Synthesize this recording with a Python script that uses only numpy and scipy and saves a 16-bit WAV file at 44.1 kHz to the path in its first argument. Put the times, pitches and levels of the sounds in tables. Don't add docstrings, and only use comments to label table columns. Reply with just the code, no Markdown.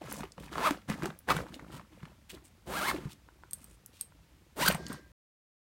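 import sys
import numpy as np
from scipy import signal
from scipy.fft import rfft, irfft, next_fast_len
from scipy.io import wavfile
from scipy.ndimage import uniform_filter1d

SR = 44100
rng = np.random.default_rng(int(sys.argv[2]) if len(sys.argv) > 2 else 0)


def unload_wav(signal):
    wavfile.write(
        sys.argv[1],
        SR,
        np.round(np.clip(np.atleast_2d(signal).T, -1, 1) * 32767).astype(np.int16),
    )


N = 247842
END_S = 5.118
TIME = np.arange(N) / SR
BLOW = TIME[:SR // 4]

# f/Hz, level/dB
SCRAPE_SPECTRUM = [(800, -7.5), (2600, 1), (4500, -3.5), (7000, -2.5), (8700, 1.5), (10500, -3.5),
                   (13000, -5)]
# f/Hz, level/dB
CRUMPLE_SPECTRUM = [(150, -14.5), (450, -4.5), (1100, 1), (2000, -5), (4500, -14), (8000, -16.5),
                    (16000, -24.5)]
# start t/s, length/s, heaving level/dB, crumpling level/dB
BAG_SHIFTS = [(0, 0.23, -48.5, -48.5), (0.36, 0.13, -49.5, -56), (0.506, 0.24, -46.5, -46),
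              (0.871, 0.044, -37, -41), (0.96, 0.065, -45, -52), (1.012, 0.057, -38.5, -43.5),
              (1.274, 0.13, -39, -40.5), (1.465, 0.26, -50.5, -57.5), (1.71, 0.063, -47, -52),
              (1.905, 0.21, -59, -63), (2.318, 0.04, -48.5, -56.5), (2.658, 0.29, -46.5, -53),
              (2.915, 0.051, -38, -46), (2.994, 0.078, -46.5, -56), (3.498, 0.2, -64.5, -70),
              (4.578, 0.13, -40, -41.5), (4.669, 0.042, -35, -32), (4.782, 0.12, -46, -58),
              (4.884, 0.047, -42.5, -47)]


def undb(db):
    return 10 ** (np.asarray(db) / 20)


def unit(x):
    return x / np.sqrt(np.mean(x ** 2))


def peak(x, db):
    return x * undb(db) / np.max(np.abs(x))


def smooth(x, seconds):
    k = int(seconds * SR) + 1
    return uniform_filter1d(uniform_filter1d(x, k), k)


def even(x, seconds):
    return x / np.sqrt(np.abs(smooth(x ** 2, seconds)) + 1e-12)


def colour(x, points):
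    hz, db = np.transpose(points)
    half = next_fast_len(len(x) // 2 + 4096)
    freq = np.linspace(1, SR / 2, half + 1)
    level_db = np.interp(np.log(freq), np.log(hz), db)
    cepstrum = irfft(np.log(undb(level_db)))
    cepstrum[1:half] *= 2
    cepstrum[half:] = 0
    return irfft(rfft(x, 2 * half) * np.exp(rfft(cepstrum)))[:len(x)]


def resonate(x, hz, width):
    b, a = signal.iirpeak(hz, hz / min(width, SR / 4), fs=SR)
    return signal.lfilter(b, a, x)


def fade(t60):
    return np.exp(-np.log(1000) * BLOW / t60)


def burst(t60):
    return rng.standard_normal(len(BLOW)) * fade(t60)


def ring(modes):
    out = np.zeros(len(BLOW))
    for hz, db, t60 in modes:
        out += undb(db + rng.normal()) * fade(t60) * np.sin(2 * np.pi * hz * BLOW)
    return out


def add(out, start, sound):
    i = int(start * SR)
    out[i:i + len(sound)] += sound[:N - i]


def flicker(rate, depth_db):
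    knots = np.arange(0, N / SR + 1, 1 / rate)
    return undb(depth_db * np.interp(TIME, knots, rng.standard_normal(len(knots))))


def grains(rate, spread_db, rub):
    happens = rng.random(N) < rate / SR
    size = undb(spread_db * (2 * rng.random(N) - 1))
    slips = happens * rng.standard_normal(N) * size
    return unit(slips) + rub * rng.standard_normal(N)


def zipper():
    # top speed t/s, build-up/s, slow-down/s, top tooth rate of one tape f/Hz,
    # buzz level/dB, level slope/(dB per octave of speed), bite at top speed/dB
    tugs = [(.667, 0.068, 0.056, 666, -32, 3, 8), (1.309, 0.027, 0.027, 659, -22.5, 10.5, -0.5),
            (1.318, 0.032, 0.016, 574, -25.5, 6, 2.5), (2.785, .08, .056, 842, -34, 5, 0),
            (2.892, 0.11, 0.031, 1123, -34, -1, 5), (4.632, .047, .05, 1028, -29, 6.5, 0),
            (4.665, .03, .014, 1673, -28.5, 7.5, 3), (4.683, 0.031, 0.0091, 1596, -27, 6.5, 9.5)]
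    first = pull(tugs[:1], twin=.55, jitter=.05, scatter_db=3, rasp=.35, scrape_db=-20, lag=.5,
                 soft_hz=190, tape_pitch=1.04, bright_db=-0.2)
    jerk = pull(tugs[1:3], twin=.65, jitter=.06, scatter_db=2.8, rasp=.3, scrape_db=-19, lag=.5,
                soft_hz=207, tape_pitch=0.84, bright_db=-0.6)
    side = pull(tugs[3:5], twin=.42, jitter=.05, scatter_db=3, rasp=.22, scrape_db=-10, lag=.5,
                soft_hz=400, tape_pitch=1.01, bright_db=1.0)
    last = pull(tugs[5:], twin=.55, jitter=.018, scatter_db=1.5, rasp=.06, scrape_db=-7, lag=.34,
                soft_hz=600, tape_pitch=0.96, bright_db=3.0)
    return first + jerk + side + last


def pull(tugs, twin, jitter, scatter_db, rasp, scrape_db, lag, soft_hz, tape_pitch, bright_db):
    # f/Hz, level/dB
    tape_spectrum = [(80, -16), (240, 7.5), (500, 2), (1300, 3), (3000, -14), (5000, -22), (16000, -25)]
    # f/Hz (times tape_pitch), width/Hz, level/dB
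    tape_modes = [(610, 63, 4.5), (990, 320, 3.5), (1400, 68, -7.5), (2058, 170, -5.5)]
    # f/Hz, level/dB
    putter_spectrum = [(90, -14.5), (250, -0.5), (600, -1.5), (9000, -42)]
    tooth_slop = .03
    seize_s = 0.012

    rate_hz, buzz_db = stroke(tugs)
    moving = rate_hz > 0
    tension, friction, unevenness, slop = rng.standard_normal((4, N))
    speed = rate_hz[moving] * np.exp(jitter * unit(smooth(tension[moving], .001)))
    travel = np.cumsum(2 * speed / SR)

    tooth = np.arange(int(travel[-1]))
    second = tooth % 2
    second_size = twin * np.minimum(np.interp(tooth, travel, speed) / 550, 1)
    size = np.where(second, second_size, 1) * undb(scatter_db * unevenness[tooth])
    cycle = tooth // 2 + lag * second + tooth_slop * slop[tooth]
    place = np.interp(2 * cycle, travel, np.arange(len(speed)))
    sample, fraction = place.astype(int), place % 1
    snaps = np.zeros(len(speed) + 1)
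    np.add.at(snaps, sample, size * (1 - fraction))
    np.add.at(snaps, sample + 1, size * fraction)
    snaps = unit(snaps - smooth(snaps, 0.0069))[:-1]

    rubbing = unit(np.exp(-(travel % 1) / 0.44) * friction[moving])
    force = disperse(snaps) + rasp * rubbing
    buzz = colour(force, tape_spectrum)
    for hz, width, db in tape_modes:
        buzz = buzz + undb(db) * resonate(force, tape_pitch * hz, width)
    buzz = colour(buzz, [(500, 0), (8000, 4 * bright_db)])
    hard = 1 / (1 + (soft_hz / speed) ** 4)
    putter = unit(colour(force, putter_spectrum))
    buzz = hard * unit(buzz) + (1 - hard) * putter

    seize = 1 - np.exp(-TIME[:len(speed)] / seize_s)
    scrape = colour(rubbing + 0.38 * snaps, SCRAPE_SPECTRUM)
    mix = even(buzz, 0.019) + undb(scrape_db) * even(scrape, 0.0066)
    out = np.zeros(N)
    out[moving] = seize * mix * undb(buzz_db[moving])
    return out


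def stroke(tugs):
    roundness, stall_share = 1.3, .16
    bite_share, relax_db = 0.48, 8.5
    at, build, slow, top_hz, db, db_per_octave, bite_db = np.transpose(tugs)[:, :, None]
    after = (TIME - at) / slow
    share = np.exp(-np.maximum((at - TIME) / build, after) ** roundness)
    rate_hz = top_hz * share * (share > stall_share)
    speed_db = db_per_octave * np.log2(np.maximum(share, stall_share))
    bite = bite_db * np.exp(-(after / bite_share) ** 2)
    relax = relax_db * np.maximum(after, 0) ** 2
    buzz_db = db + speed_db + bite - relax
    leader = rate_hz.argmax(axis=0)
    return rate_hz.max(axis=0), smooth(np.choose(leader, buzz_db), .002)


def disperse(x, count=10):
    return signal.sosfilt([[-.8, 1, 0, 1, -.8, 0]] * count, x)


def cloth():
    # f/Hz, level/dB
    heave_spectrum = [(25, -30.5), (62, 4), (95, -7.5), (150, 3), (310, -4), (480, -15.5), (2000, -51.5)]
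    held_heave_db, held_crumple_db = -68, -74
    _, _, heave_db, crumple_db = np.transpose(BAG_SHIFTS)
    rumble = unit(colour(grains(300, 6, 0.25), heave_spectrum) * flicker(30, 2.3))
    drums = unit(drumming(rate=45, spread_db=12.0, t60=0.062))
    heave = even(drums + 0.75 * rumble, 0.048)
    rub = unit(colour(rng.standard_normal(N), CRUMPLE_SPECTRUM))
    crumple = .7 * rub + unit(crackling(rate=300, spread_db=24, cycles=.8))
    crumple = even(crumple * flicker(140, 1.7), 0.04)
    return heave * shifting(heave_db, held_heave_db) + crumple * shifting(crumple_db, held_crumple_db)


def shifting(levels_db, held_db):
    attack_s, ease_db_per_s, settle_db_per_s = .018, 4, 234.5
    power = undb(held_db) ** 2
    for (start, length, *_), db in zip(BAG_SHIFTS, levels_db):
        age = np.maximum(TIME - start, 0)
        drop_db = ease_db_per_s * age + settle_db_per_s * np.maximum(age - length, 0)
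        attack = np.minimum(age / attack_s, 1) ** 2
        power = power + (attack * undb(db - drop_db)) ** 2
    return np.sqrt(power)


def drumming(rate, spread_db, t60):
    out = np.zeros(N)
    for when, pitch, size in rng.random((int(rate * END_S), 3)):
        hz = 115 * 3.2 ** pitch
        add(out, when * END_S, thump(hz, t60) * undb(spread_db * size))
    return out


def thump(hz, t60):
    note = ring([(hz, 0, t60), (hz * 1.8, -8, t60 / 2)])
    return note * (1 - np.exp(-BLOW * hz))


def crackling(rate, spread_db, cycles):
    out = np.zeros(N)
    age = BLOW[:SR // 60]
    for when, pitch, size in rng.random((int(rate * END_S), 3)):
        turns = 450 * 11 ** pitch * age
        pop = np.sin(2 * np.pi * turns) * turns / cycles * np.exp(-turns / cycles)
        add(out, when * END_S, pop * undb(spread_db * size - 7 * pitch))
    return out


def flops():
    # t/s, reference level/dB, panel pitch f/Hz, crack peak re reference/dB
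    flop_hits = [(.206, -32, 225, -1), (.238, -31, 395, -8), (.708, -19.5, 286, 0), (.899, -22, 201, -4),
                 (1.033, -23.5, 320, -8), (1.057, -23.5, 362, 0.5), (1.366, -25, 161, 1.5),
                 (2.032, -33, 156, -25), (2.96, -31.5, 300, -8), (3.055, -27, 140, -35),
                 (4.746, -26.5, 175, 1)]
    # t/s, peak
    # level/dB, centre f/Hz
    pops = [(.120, -31, 890), (.233, -31, 1070), (.38, -36, 650), (.529, -34.5, 1100),
            (.555, -26, 1100), (.581, -22.5, 1210), (.918, -29, 1500), (1.022, -28, 1100),
            (1.103, -32, 1210), (1.288, -20, 1330), (1.387, -31, 840), (1.595, -35, 1630),
            (1.796, -39.5, 1300), (1.812, -42, 1300), (2.03, -41, 1420), (2.054, -39.5, 1820),
            (2.914, -23.5, 1350)]
    out = np.zeros(N)
    for s, db, hz, crack_db in flop_hits:
        add(out, s, peak(thump(hz, 0.031), db - 2.5))
        add(out, s, peak(colour(burst(0.018), CRUMPLE_SPECTRUM), db + crack_db))
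    for s, db, hz in pops:
        add(out, s, peak(crease(hz), db))
    return out


def crease(hz):
    pop = burst(t60=0.016)[:SR // 25]
    return resonate(colour(pop, CRUMPLE_SPECTRUM), hz, hz)


def brushes():
    # start t/s, length/s, level/dB before the fade in and out, scuff centre f/Hz
    strokes = [(0.08, 0.15, -50.5, 6140), (0.385, 0.1, -57.5, 3180), (1.523, 0.045, -56, 3200),
               (1.708, 0.083, -56.5, 3180), (2.289, 0.029, -48, 2760), (2.304, .052, -54.5, 3970),
               (2.436, .053, -61, 8000), (3.089, 0.049, -52.5, 3650), (3.565, 0.2, -64, 8400),
               (3.922, 0.13, -61.5, 4000)]
    out = np.zeros(N)
    weave = colour(grains(2500, 4.1, 0.41), SCRAPE_SPECTRUM) * flicker(160, 4.1)
    for start, length, db, hz in strokes:
        threads = weave[int(start * SR):int((start + length) * SR)]
        scuff = unit(unit(resonate(threads, hz, 0.47 * hz)) + 1.35 * unit(threads))
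        add(out, start, undb(db) * scuff * np.hanning(len(scuff)) ** .3)
    return out


def clinks():
    # t/s, ring peak level/dB, tick peak re ring/dB, pitch of the first mode f/Hz
    tab_hits = [(3.51, -37, -3, 8420), (3.533, -22, -2, 8550), (3.643, -40.5, 2.5, 8500),
                (4.011, -20.5, -6.5, 8500), (4.724, -27, -6.5, 8420), (4.749, -29.5, -18, 8360),
                (4.883, -40, -7, 8500), (4.929, -35, -1, 8500)]
    # f/Hz, relative level/dB, t60/s
    tab_modes = [(8420, -9, .045), (8560, -4, .025), (9150, -9, .018), (12200, -12.5, .012),
                 (8440, -24, .16)]
    out = np.zeros(N)
    for s, db, tick_db, pitch_hz in tab_hits:
        modes = np.array(tab_modes) * [pitch_hz / tab_modes[0][0], 1, 1]
        tick = resonate(burst(.015), 11500, 7000)
        add(out, s, peak(ring(modes), db) + peak(tick, db + tick_db))
    return out


def ticks():
    # t/s, peak level/dB, centre f/Hz
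    clicks = [(0.125, -26.5, 12500), (0.32, -41, 5650), (1.189, -37.5, 12980), (1.302, -20.5, 2660),
              (1.542, -32.5, 3000), (3.861, -33.5, 11600), (4.685, -10.5, 13400), (4.866, -29, 4550)]
    out = np.zeros(N)
    for s, db, hz in clicks:
        width = 0.71 * hz
        click = resonate(resonate(burst(.012), hz, width), hz, width)
        add(out, s, peak(click, db))
    return out


def knocks():
    # t/s, peak level/dB
    hits = [(1.467, -36.5), (3.288, -41), (3.436, -37), (4.122, -49), (4.906, -35)]
    # f/Hz, relative level/dB, t60/s
    knock_modes = [(1020, 17, 0.016), (1430, 19, 0.014), (2090, -26, 0.012)]
    out = np.zeros(N)
    for s, db in hits:
        add(out, s, peak(ring(knock_modes), db))
    return out


def afterring(start, swell_s):
    # f/Hz, width/Hz, level/dB, t60/s
    bands = [(1600, 35, -57, 0.36), (1850, 300, -60.5, 0.47), (4600, 3200, -58.5, 0.21)]
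    noise = rng.standard_normal(N)
    swell = np.interp(TIME, [start, start + swell_s], [.25, 1]) * (TIME > start)
    late = np.maximum(TIME - start - swell_s, 0)
    out = np.zeros(N)
    for hz, width, db, t60 in bands:
        band = unit(resonate(resonate(noise, hz, width), hz, width))
        out += band * undb(db - 60 * late / t60)
    return swell * out


def room(x, t60, wet_db, slap_s, slap_db):
    treble = colour(x, [(300, -14), (2000, -2)])
    slap = np.interp(TIME - slap_s * flicker(3, .6), TIME, treble)
    tail = burst(t60) * (BLOW > .004)
    tail = colour(tail / np.linalg.norm(tail), [(1200, -1.5), (14000, -2.5)])
    return x + undb(slap_db) * slap + undb(wet_db) * signal.fftconvolve(x, tail)[:N]


def hush():
    # f/Hz, level/dB
    hush_spectrum = [(24, -33), (55, 4), (110, -4), (350, -25.5), (2300, -25.5), (16000, -37.5)]
    return undb(-62) * unit(colour(rng.standard_normal(N), hush_spectrum))


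def scene():
    bag = zipper() + cloth() + flops() + brushes()
    bag += clinks() + ticks() + knocks() + afterring(start=4.68, swell_s=0.27)
    bag = room(bag, t60=0.15, wet_db=-11.0, slap_s=.0023, slap_db=-12)
    return (bag + hush())[None]


def record(dry):
    top_hz = 15900
    low_pass = signal.ellip(10, .2, 70, top_hz, fs=SR, output="sos")
    return signal.sosfilt(low_pass, dry * (TIME < END_S))


dry = scene()
out = record(dry)
unload_wav(out)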